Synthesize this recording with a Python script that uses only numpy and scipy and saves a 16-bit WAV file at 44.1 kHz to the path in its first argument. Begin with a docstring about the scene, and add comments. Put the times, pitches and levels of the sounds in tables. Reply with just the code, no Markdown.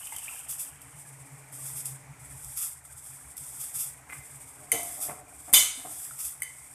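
"""A long metal spatula shoves the meat about in a steel pot of curry, knocks on it twice and clangs once.
The blade excites the filled pot; blows add a bright crack, a short ring and a shimmer from the wall.
Before most of this, a mug of hot water is poured in: swarms of ringing air bubbles.
The burner is shaped noise. Ticking bristles make a dry swish that comes and goes, like a stiff broom.
A dense echo tail places the pot in a tiled kitchen."""
import sys
import numpy as np
from scipy import signal
from scipy.fft import rfft, irfft
from scipy.io import wavfile

SR = 44100
rng = np.random.default_rng(int(sys.argv[2]) if len(sys.argv) > 2 else 0)


def transcribe(signal):
    """Save signal, clipped to [-1, 1], as a 16-bit WAV file at the path in sys.argv[1]."""
    frames = np.atleast_2d(signal).T
    limited = np.clip(frames, -1, 1)
    pcm = np.round(limited * 32767).astype(np.int16)
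    wavfile.write(sys.argv[1], SR, pcm)


N = 297234
TIME = np.arange(N) / SR


def amp(db):
    """Decibels to gain."""
    return 10 ** (np.asarray(db) / 20)


def evened(x):
    """Scales x to an average strength (rms) of one."""
    return x / np.sqrt(np.mean(x ** 2) + 1e-20)


def read(points, hz):
    """Reads a table on a logarithmic frequency axis."""
    f, value = np.transpose(points)
    return np.interp(np.log(hz + 1), np.log(f + 1), value)


def curve(rows):
    """Joins (time, value) rows by straight lines."""
    return np.interp(TIME, *np.transpose(rows))


def add(mix, s, sound):
    """Lays a sound into the mix at time s."""
    part = mix[max(round(s * SR), 0):][:len(sound)]
    part += sound[:len(part)]


def colour(x, spectrum):
    """Makes some pitches of x stronger than others, then sets its rms to one."""
    hz = np.fft.rfftfreq(len(x), 1 / SR)
    gain = amp(read(spectrum, hz))
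    return evened(irfft(rfft(x) * gain, len(x)))


def resonate(x, peaks):
    """Passes x through resonances, then sets its rms to one; only differences between their dB count."""
    hz = np.fft.rfftfreq(len(x), 1 / SR)
    # each gain falls to half of its peak one width away from its centre
    gain = sum(amp(db) / (1 + ((hz - f) / width) ** 2) for f, width, db in peaks)
    return evened(irfft(rfft(x) * gain, len(x)))


def grains(per_s, spread_db):
    """Random tiny impacts, a few of them large."""
    size = amp(spread_db * np.minimum(rng.exponential(1, N), 4))
    signed = size * rng.choice([-1, 1], N)
    return evened(signed * (rng.random(N) < per_s / SR))


def flutter(rate_hz, depth_db):
    """A gain that wanders at random, around rate_hz and by depth_db (rms)."""
    wander = resonate(rng.standard_normal(N), [(rate_hz, rate_hz / 2, 0)])
    return amp(depth_db * wander)


def burst(s, rise, fade):
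    """An envelope that swells at time s and dies away; rise and fade are time constants in s."""
    age = np.maximum(TIME - s, 0)
    return (1 - np.exp(-age / rise)) * np.exp(-age / fade)


def dying(x, t60s):
    """Lets each band of x die at its own speed; t60 is the time to fall by 60 dB."""
    hz, t, bands = signal.stft(x, SR, nperseg=256)
    decay = amp(-60 * t / read(t60s, hz)[:, None])
    return signal.istft(bands * decay, SR, nperseg=256)[1][:len(x)]


def ring(modes, rise, beat_share=0):
    """Many pitches ring and die away, starting near an rms of one; each may waver in strength."""
    t = TIME[:SR]
    hz, db, t60 = np.transpose(modes)[:, :, None]
    # each pitch swells and sinks 12 to 30 times a second, as if beating against a close twin
    beats = 1 + beat_share * np.cos(2 * np.pi * rng.uniform(12, 30, hz.shape) * t)
    waves = np.sin(2 * np.pi * (hz * t + rng.random(hz.shape)))
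    partials = beats * amp(db - 60 * t / t60) * waves
    return partials.sum(0) * (1 - np.exp(-t / rise)) / np.sqrt(np.sum(amp(db) ** 2) / 2)


# how long the room's echo lasts: f/Hz, t60/s
ROOM_T60 = [(150, 0.36), (1000, 0.51), (4000, 0.53), (9000, 0.31), (14000, 0.11)]


def kitchen(x, wet_db):
    """Tiles throw back a dense tail, which starts after 5 ms."""
    fade_in = np.clip(TIME[:SR] / 0.005 - 1, 0, 1)
    tail = dying(rng.standard_normal(SR), ROOM_T60) * fade_in
    return x + amp(wet_db) * signal.fftconvolve(x, tail / np.linalg.norm(tail))[:N]


# level of the soft rush and of the hollow tones: t/s, level/dB
RUSH_AND_HOLLOW_LEVEL = [(0, -2), (1.4, 5), (2.3, 4.5), (2.7, -4.5), (3.3, 1), (4.5, 3.5), (5.4, -0.5),
                         (6.73, -0.5)]
# spectrum of the rush: f/Hz, level/dB per Hz
RUSH_SPECTRUM = [(25, -5), (55, -15), (110, 4), (200, 1.5), (370, -35), (520, -14), (850, -21), (1500, -4),
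                 (2300, -9), (2950, -12.5), (4200, -16), (6000, -9), (8500, 0), (14000, -15.5)]
# air resonances round the pot: f/Hz, width/Hz, level/dB
HOLLOW_TONES = [(271.4, 7.1, 6), (296, 30, -2), (421, 14, -2), (474, 6, -1), (600, 13, 0), (817, 220, -0.5),
                (2184, 360, -3)]
# the flame's low drone, before its flutter: t/s, level/dB
DRONE_LEVEL = [(0, -67.5), (1.0, -57), (1.8, -51.5), (2.35, -49), (2.65, -62.5), (4.5, -59), (5.6, -67),
               (6.73, -65.5)]
# the flame's low rumble, before its flutter: t/s, level/dB
RUMBLE_LEVEL = [(0, -66.5), (1.8, -69.5), (2.3, -57.5), (2.7, -63.5), (5.7, -63), (6.1, -68)]


def burner(rush_db=-60, hollow_db=-63, rush_share=0.5):
    """The flame rushes softly and stirs the air round the pot; its drone and rumble flutter."""
    level_db = curve(RUSH_AND_HOLLOW_LEVEL)
    # the rush follows only a share of this level curve in dB
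    rush = amp(rush_db + rush_share * level_db) * colour(rng.standard_normal(N), RUSH_SPECTRUM)
    hollows = amp(hollow_db + level_db) * resonate(rng.standard_normal(N), HOLLOW_TONES)
    drone = amp(curve(DRONE_LEVEL)) * resonate(rng.standard_normal(N), [(135.2, 8.5, 0)])
    low_air = resonate(rng.standard_normal(N), [(69.3, 9.6, 22), (98, 11, 12.0)])
    rumble = amp(curve(RUMBLE_LEVEL)) * low_air
    return rush + hollows + (rumble + drone) * flutter(rate_hz=6.7, depth_db=3.0)


def stroke(start, length, attack, release_db_per_s):
    """An envelope that rises, holds until its length is over and dies away."""
    age = TIME - start
    return np.clip(age / attack, 0, 1) * amp(-release_db_per_s * np.maximum(age - length, 0))


# light drags of the broom: start t/s, length/s, level at the start/dB, level at the end/dB
LIGHT_DRAGS = [(-.05, 0.44, -43, -41), (.8, .13, -51, -55), (0.943, 0.7, -49, -60),
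               (1.51, 0.19, -45.5, -38.5), (2.186, 0.34, -51.5, -42), (2.835, 0.29, -51, -44.5),
               (3.11, 0.21, -55, -49.5), (3.36, 0.34, -43.5, -42), (4.081, 0.71, -46, -52),
               (4.72, 0.3, -36, -40), (5.271, 0.23, -53, -45), (5.732, 0.32, -46, -38),
               (6.063, 0.14, -52, -43), (6.426, 0.36, -49, -49.5)]
DRAG_ATTACK_S, DRAG_RELEASE_DB_PER_S = 0.022, 103
# quick flicks, many of them in pairs: t/s at full force, level/dB
QUICK_FLICKS = [(0.505, -32), (0.602, -32.5), (1.66, -39), (1.773, -34), (1.868, -36), (2.58, -31),
                (2.626, -29), (3.612, -34.5), (3.76, -31), (3.806, -29), (5.026, -29), (5.915, -41.5),
                (6.205, -32.5), (6.254, -32)]
FLICK_ATTACK_S, FLICK_HOLD_S, FLICK_RELEASE_DB_PER_S = 0.027, 0.0027, 151


def sweeping():
    """Level of the broom in dB: slow drags that press harder or ease off, and quick flicks."""
    power = np.zeros(N) + 1e-9
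    for s, length, first_db, last_db in LIGHT_DRAGS:
        pressure = amp(curve([(s, first_db), (s + length, last_db)]))
        drag = stroke(s, length, DRAG_ATTACK_S, DRAG_RELEASE_DB_PER_S)
        power += (pressure * drag) ** 2
    for s, db in QUICK_FLICKS:
        flick = stroke(s - FLICK_ATTACK_S, FLICK_ATTACK_S + FLICK_HOLD_S,
                       FLICK_ATTACK_S, FLICK_RELEASE_DB_PER_S)
        power += (amp(db) * flick) ** 2
    return 10 * np.log10(power)


# spectrum of bristles dragged lightly: f/Hz, level/dB per Hz
DRAG_SPECTRUM = [(2000, -57), (2900, -21), (3450, -12), (4150, -27), (4900, -13.5), (6400, -12), (7500, -1),
                 (8450, 7), (9600, 0.5), (11000, -2), (12700, -10), (14200, -8.5)]
# spectrum of bristles flicked hard, also used for the snaps: f/Hz, level/dB per Hz
FLICK_SPECTRUM = [(500, -95), (1000, -25), (1270, -12), (1650, -29.5), (2700, -16), (3000, -25),
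                  (3450, -12.5), (4100, -30.5), (4900, -13), (6400, -11.5), (8400, 1), (9800, -3),
                  (11100, 1.5), (14000, -9)]


def broom(light_db=-49, hard_db=-32):
    """Bristles tick unevenly over the floor; the harder the stroke, the wider its spectrum."""
    level_db = sweeping()
    # 0 is a light stroke, 1 a hard one
    force = np.clip((level_db - light_db) / (hard_db - light_db), 0, 1)
    light = colour(grains(per_s=14000, spread_db=3.5), DRAG_SPECTRUM)
    light = light * flutter(rate_hz=13, depth_db=2.0)
    hard = colour(grains(per_s=20000, spread_db=3.0), FLICK_SPECTRUM)
    return amp(level_db) * (np.sqrt(1 - force) * light + np.sqrt(force) * hard)


# bristles landing or snapping: t/s, level/dB
BRISTLE_SNAPS = [(.071, -33), (0.163, -27), (.184, -32), (.494, -31), (0.8167, -38), (1.526, -39),
                 (1.856, -27), (2.446, -33), (2.573, -26), (3.368, -33), (3.378, -30), (3.612, -31),
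                 (6.190, -31)]


def snaps():
    """Single stiff bristles slap the floor: very short bursts of noise."""
    slaps = sum(amp(db) * burst(s, rise=.0002, fade=.004) for s, db in BRISTLE_SNAPS)
    return slaps * colour(rng.standard_normal(N), FLICK_SPECTRUM)


def bubble(hz, t60, glide=0.011):
    """A trapped pocket of air rings, rising a little in pitch as it nears the surface."""
    t = TIME[:SR // 8]
    wave = np.sin(2 * np.pi * hz * t * (1 + glide * t / t60))
    return (1 - np.exp(-hz * t)) * amp(-60 * t / t60) * wave


def swarm(centre_hz, spread, per_s, t60):
    """Many bubbles with pitches scattered round a centre, at random times; rms of one."""
    pitches = centre_hz * np.exp(spread * np.linspace(-1, 1, num=32))
    out = np.zeros(N)
    for hz in pitches:
        pop = bubble(hz, t60)
        for s, size, sign in rng.random((round(per_s * N / SR / len(pitches)), 3)):
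            # the power makes a few bubbles much louder than the rest
            strength = np.sign(sign - .5) * (size + .02) ** -.4
            add(out, s * N / SR, strength * pop)
    return evened(out)


# the stream from the mug: t/s, level/dB
POUR_LEVEL = [(0, -55), (.33, -54), (.45, -59), (.95, -68), (1.3, -100)]
# single air bubbles that stand out: t/s, level/dB, f/Hz, t60/s
SINGLE_BUBBLES = [(.031, -40, 2980, 0.024), (0.068, -42, 3030, 0.054), (.123, -33, 902, 0.039),
                  (0.167, -36, 3090, .03), (.184, -41, 2960, .03), (.226, -42, 900, 0.025),
                  (0.281, -26, 2400, 0.016), (0.288, -31, 2670, 0.026), (.346, -41.5, 750, .03),
                  (5.078, -42, 1830, 0.018), (6.11, -32.5, 1360, 0.017)]


def water(large_db=-4, simmer_db=-62):
    """The stream whips up small and large bubbles, a few standing out; the gravy simmers throughout."""
    small = swarm(2750, spread=.14, per_s=320, t60=.016)
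    large = swarm(1100, spread=.5, per_s=120, t60=.02)
    simmer = swarm(1300, spread=.62, per_s=600, t60=.03)
    stream = amp(curve(POUR_LEVEL)) * evened(small + amp(large_db) * large)
    out = stream + amp(simmer_db) * simmer
    for s, db, hz, t60 in SINGLE_BUBBLES:
        add(out, s, amp(db) * bubble(hz, t60))
    return out


# hard blows set the whole wall ringing: t/s, level/dB
WALL_CLANGS = [(4.719, -53), (5.537, -11), (6.421, -56)]
# ringing pitches of the pot's wall: f/Hz, level/dB, t60/s
WALL_MODES = [(2042, -14, .42), (2115, -17, .45), (2226, -11, .45), (2999, -3.5, .33), (3020, -8, .35),
              (3130, -9, .35), (3160, -8, .32), (3535, -7, .18), (3560, 2, .26), (3816, -20, .48),
              (4059, -21, .48), (4186, -19, .45), (4888, -14, .3), (4909, -6, .35), (5626, -17, .42),
              (5823, -12, .26), (6352, -7, .34), (6551, -11, .26), (7094, -7, .27), (7800, -13, .39),
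              (7940, -7, .28), (8932, -5, .36), (9093, -9, .35), (9129, -7, .32), (9499, -7, .22),
              (9523, -3, .27), (9648, -14, .48), (9738, -14, .48), (10672, -8, .25), (11360, -14, .36),
              (12723, -7, .26), (13780, -16, .25)]
# the pot rocks on its stand, or its bottom booms under the blade: t/s, level/dB, f/Hz, t60/s
POT_THUMPS = [(2.444, -39, 53, 0.17), (4.728, -32, 461, 0.18), (4.735, -37.5, 693, 0.6),
              (5.527, -29, 70, 0.061), (5.529, -24.5, 243, 0.028), (5.774, -46, 265, 0.16)]


def pot():
    """The wall rings on after hard blows; the whole pot bumps and booms as dying low tones."""
    out, t = np.zeros(N), TIME[:SR]
    wall = ring(WALL_MODES, rise=.009, beat_share=.55)
    for s, db in WALL_CLANGS:
        add(out, s, amp(db) * wall)
    for s, db, hz, t60 in POT_THUMPS:
        tone = np.sin(2 * np.pi * hz * t) * (1 - np.exp(-hz * t))
        add(out, s, amp(db - 60 * t / t60) * tone)
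    return out


# the spatula shoves meat and gravy: t/s, level/dB, fade/s, level of the blade's scrape/dB
SPATULA_SHOVES = [(.123, -52.5, 0.021, -40.5), (4.086, -70, 0.048, -45.5), (4.115, -58, 0.017, -38),
                  (4.56, -57, 0.57, -75), (4.721, -38, 0.06, -67), (4.97, -53.5, 0.23, -76),
                  (5.084, -34.5, 0.027, -45), (5.475, -46.5, 0.037, -58), (5.536, -38, 0.043, -60),
                  (5.775, -61, 0.099, -58), (5.842, -43, 0.045, -79)]
# the filled pot's dull resonances: f/Hz, width/Hz, level/dB
POT_BELLY = [(132, 29, -8), (262, 46, -14), (305, 14, -0.5), (430, 27, -5.5), (600, 25, -3), (732, 47, 2.5),
             (760, 40, -39), (900, 40, -22), (1070, 130, -11.5), (1350, 130, -19), (1560, 33, -29)]


def stirring():
    """The blade judders over the bottom: the filled pot rumbles and the blade rasps."""
    judder = grains(per_s=700, spread_db=3.3)
    rumble = resonate(judder, POT_BELLY)
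    rasp = resonate(judder, [(1490, 670, -11.5), (2070, 44, 2), (2400, 190, -10)])
    out = np.zeros(N)
    for s, db, fade, scrape_db in SPATULA_SHOVES:
        shove = amp(db) * rumble + amp(scrape_db) * rasp
        out += burst(s, rise=0.0058, fade=fade) * shove
    return out


# spectrum of the wall's countless weaker modes: f/Hz, level/dB per Hz
SHIMMER_SPECTRUM = [(600, -21), (1000, -7), (1750, -13), (2300, -5.5), (3500, -0.5), (5200, -10.5),
                    (6200, 4), (9500, 1.5), (10100, 1), (11000, 5.5), (13200, 6), (14300, -17)]
# how long they ring: f/Hz, t60/s
SHIMMER_DECAY = [(1000, 0.4), (6000, 0.35), (9500, 0.55), (11000, 0.31), (14000, 0.3)]


def shimmer():
    """The wall's many weak modes, scattered at random over the whole range."""
    present, phase = rng.random((2, SR // 2 + 1))
    # about 6 in 100 of the lines, which lie 1 Hz apart, sound
    lines = irfft((present < .06) * np.exp(2j * np.pi * phase), SR)
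    rise = 1 - np.exp(-TIME[:SR] / 0.0021)
    return dying(colour(lines, SHIMMER_SPECTRUM), SHIMMER_DECAY) * rise


# steel meets steel: t/s, contact tick level/dB, spatula ring level/dB, wall shimmer level/dB
STEEL_BLOWS = [(.123, -58, -37, -66), (4.7179, -12.5, -15, -31), (4.7235, -23, -22, -48),
               (4.8315, -29, -48, -58), (5.5289, -20, -33, -40), (5.5324, -22, -36, -45),
               (5.5356, -5.5, -25, -17), (5.5395, -9.5, -26, -17), (5.5510, -18, -30, -20.5),
               (6.403, -39, -55, -72), (6.4203, -29, -24.5, -51), (6.4325, -29, -37, -53)]
# spectrum of the contact tick: f/Hz, level/dB per Hz
TICK_SPECTRUM = [(200, -26), (1500, -20), (4500, -50), (6800, -18), (8200, -2), (9500, 2), (10500, -4),
                 (14000, -8.5)]
# ringing pitches of the hand-held spatula: f/Hz, level/dB, t60/s
SPATULA_MODES = [(2005, -7, .035), (2078, 0, .028), (2200, -6, .035), (3050, -18, .09), (4750, -23, .05),
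                 (6330, -15, .06), (8000, -6, .05), (8500, -6, .04), (8950, -6, .05), (9180, -6, .06),
                 (9560, -4, .035), (10250, -10, .05), (11700, -14, .05), (12700, -13, .04)]


def clanks():
    """Each blow is a bright crack and rattle, the short ring of the spatula and a shimmer from the wall."""
    out, t = np.zeros(N), TIME[:SR]
    crack, rattle = np.exp(-t / .0006), np.exp(-t / .0045)
    contact = (crack + rattle) * (1 - np.exp(-t / .00015))
    for s, tick_db, spatula_db, shimmer_db in STEEL_BLOWS:
        tick = colour(rng.standard_normal(SR), TICK_SPECTRUM) * contact
        add(out, s, amp(tick_db) * tick)
        add(out, s, amp(spatula_db) * ring(SPATULA_MODES, rise=0.00042))
        add(out, s, amp(shimmer_db) * shimmer())
    return out


def scene():
    """The pot and the bristle snaps in the room, over the burner and the sweeping without echo."""
    background = burner() + broom()
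    sharp = kitchen(clanks() + snaps(), wet_db=-9)
    wet = kitchen(water() + stirring(), wet_db=-11.5)
    ringing = kitchen(pot(), wet_db=-15)
    return (background + sharp + wet + ringing)[None]


EDGE_HZ = 14280  # upper limit of the sound


def record(dry):
    """The microphone rounds off the loudest peaks; then a filter removes what lies above the edge."""
    rounded = np.tanh(dry)
    lowpass = signal.firwin(511, EDGE_HZ, window=("kaiser", 9), fs=SR)
    return signal.oaconvolve(rounded, lowpass[None], "same")


dry = scene()
out = record(dry)
transcribe(out)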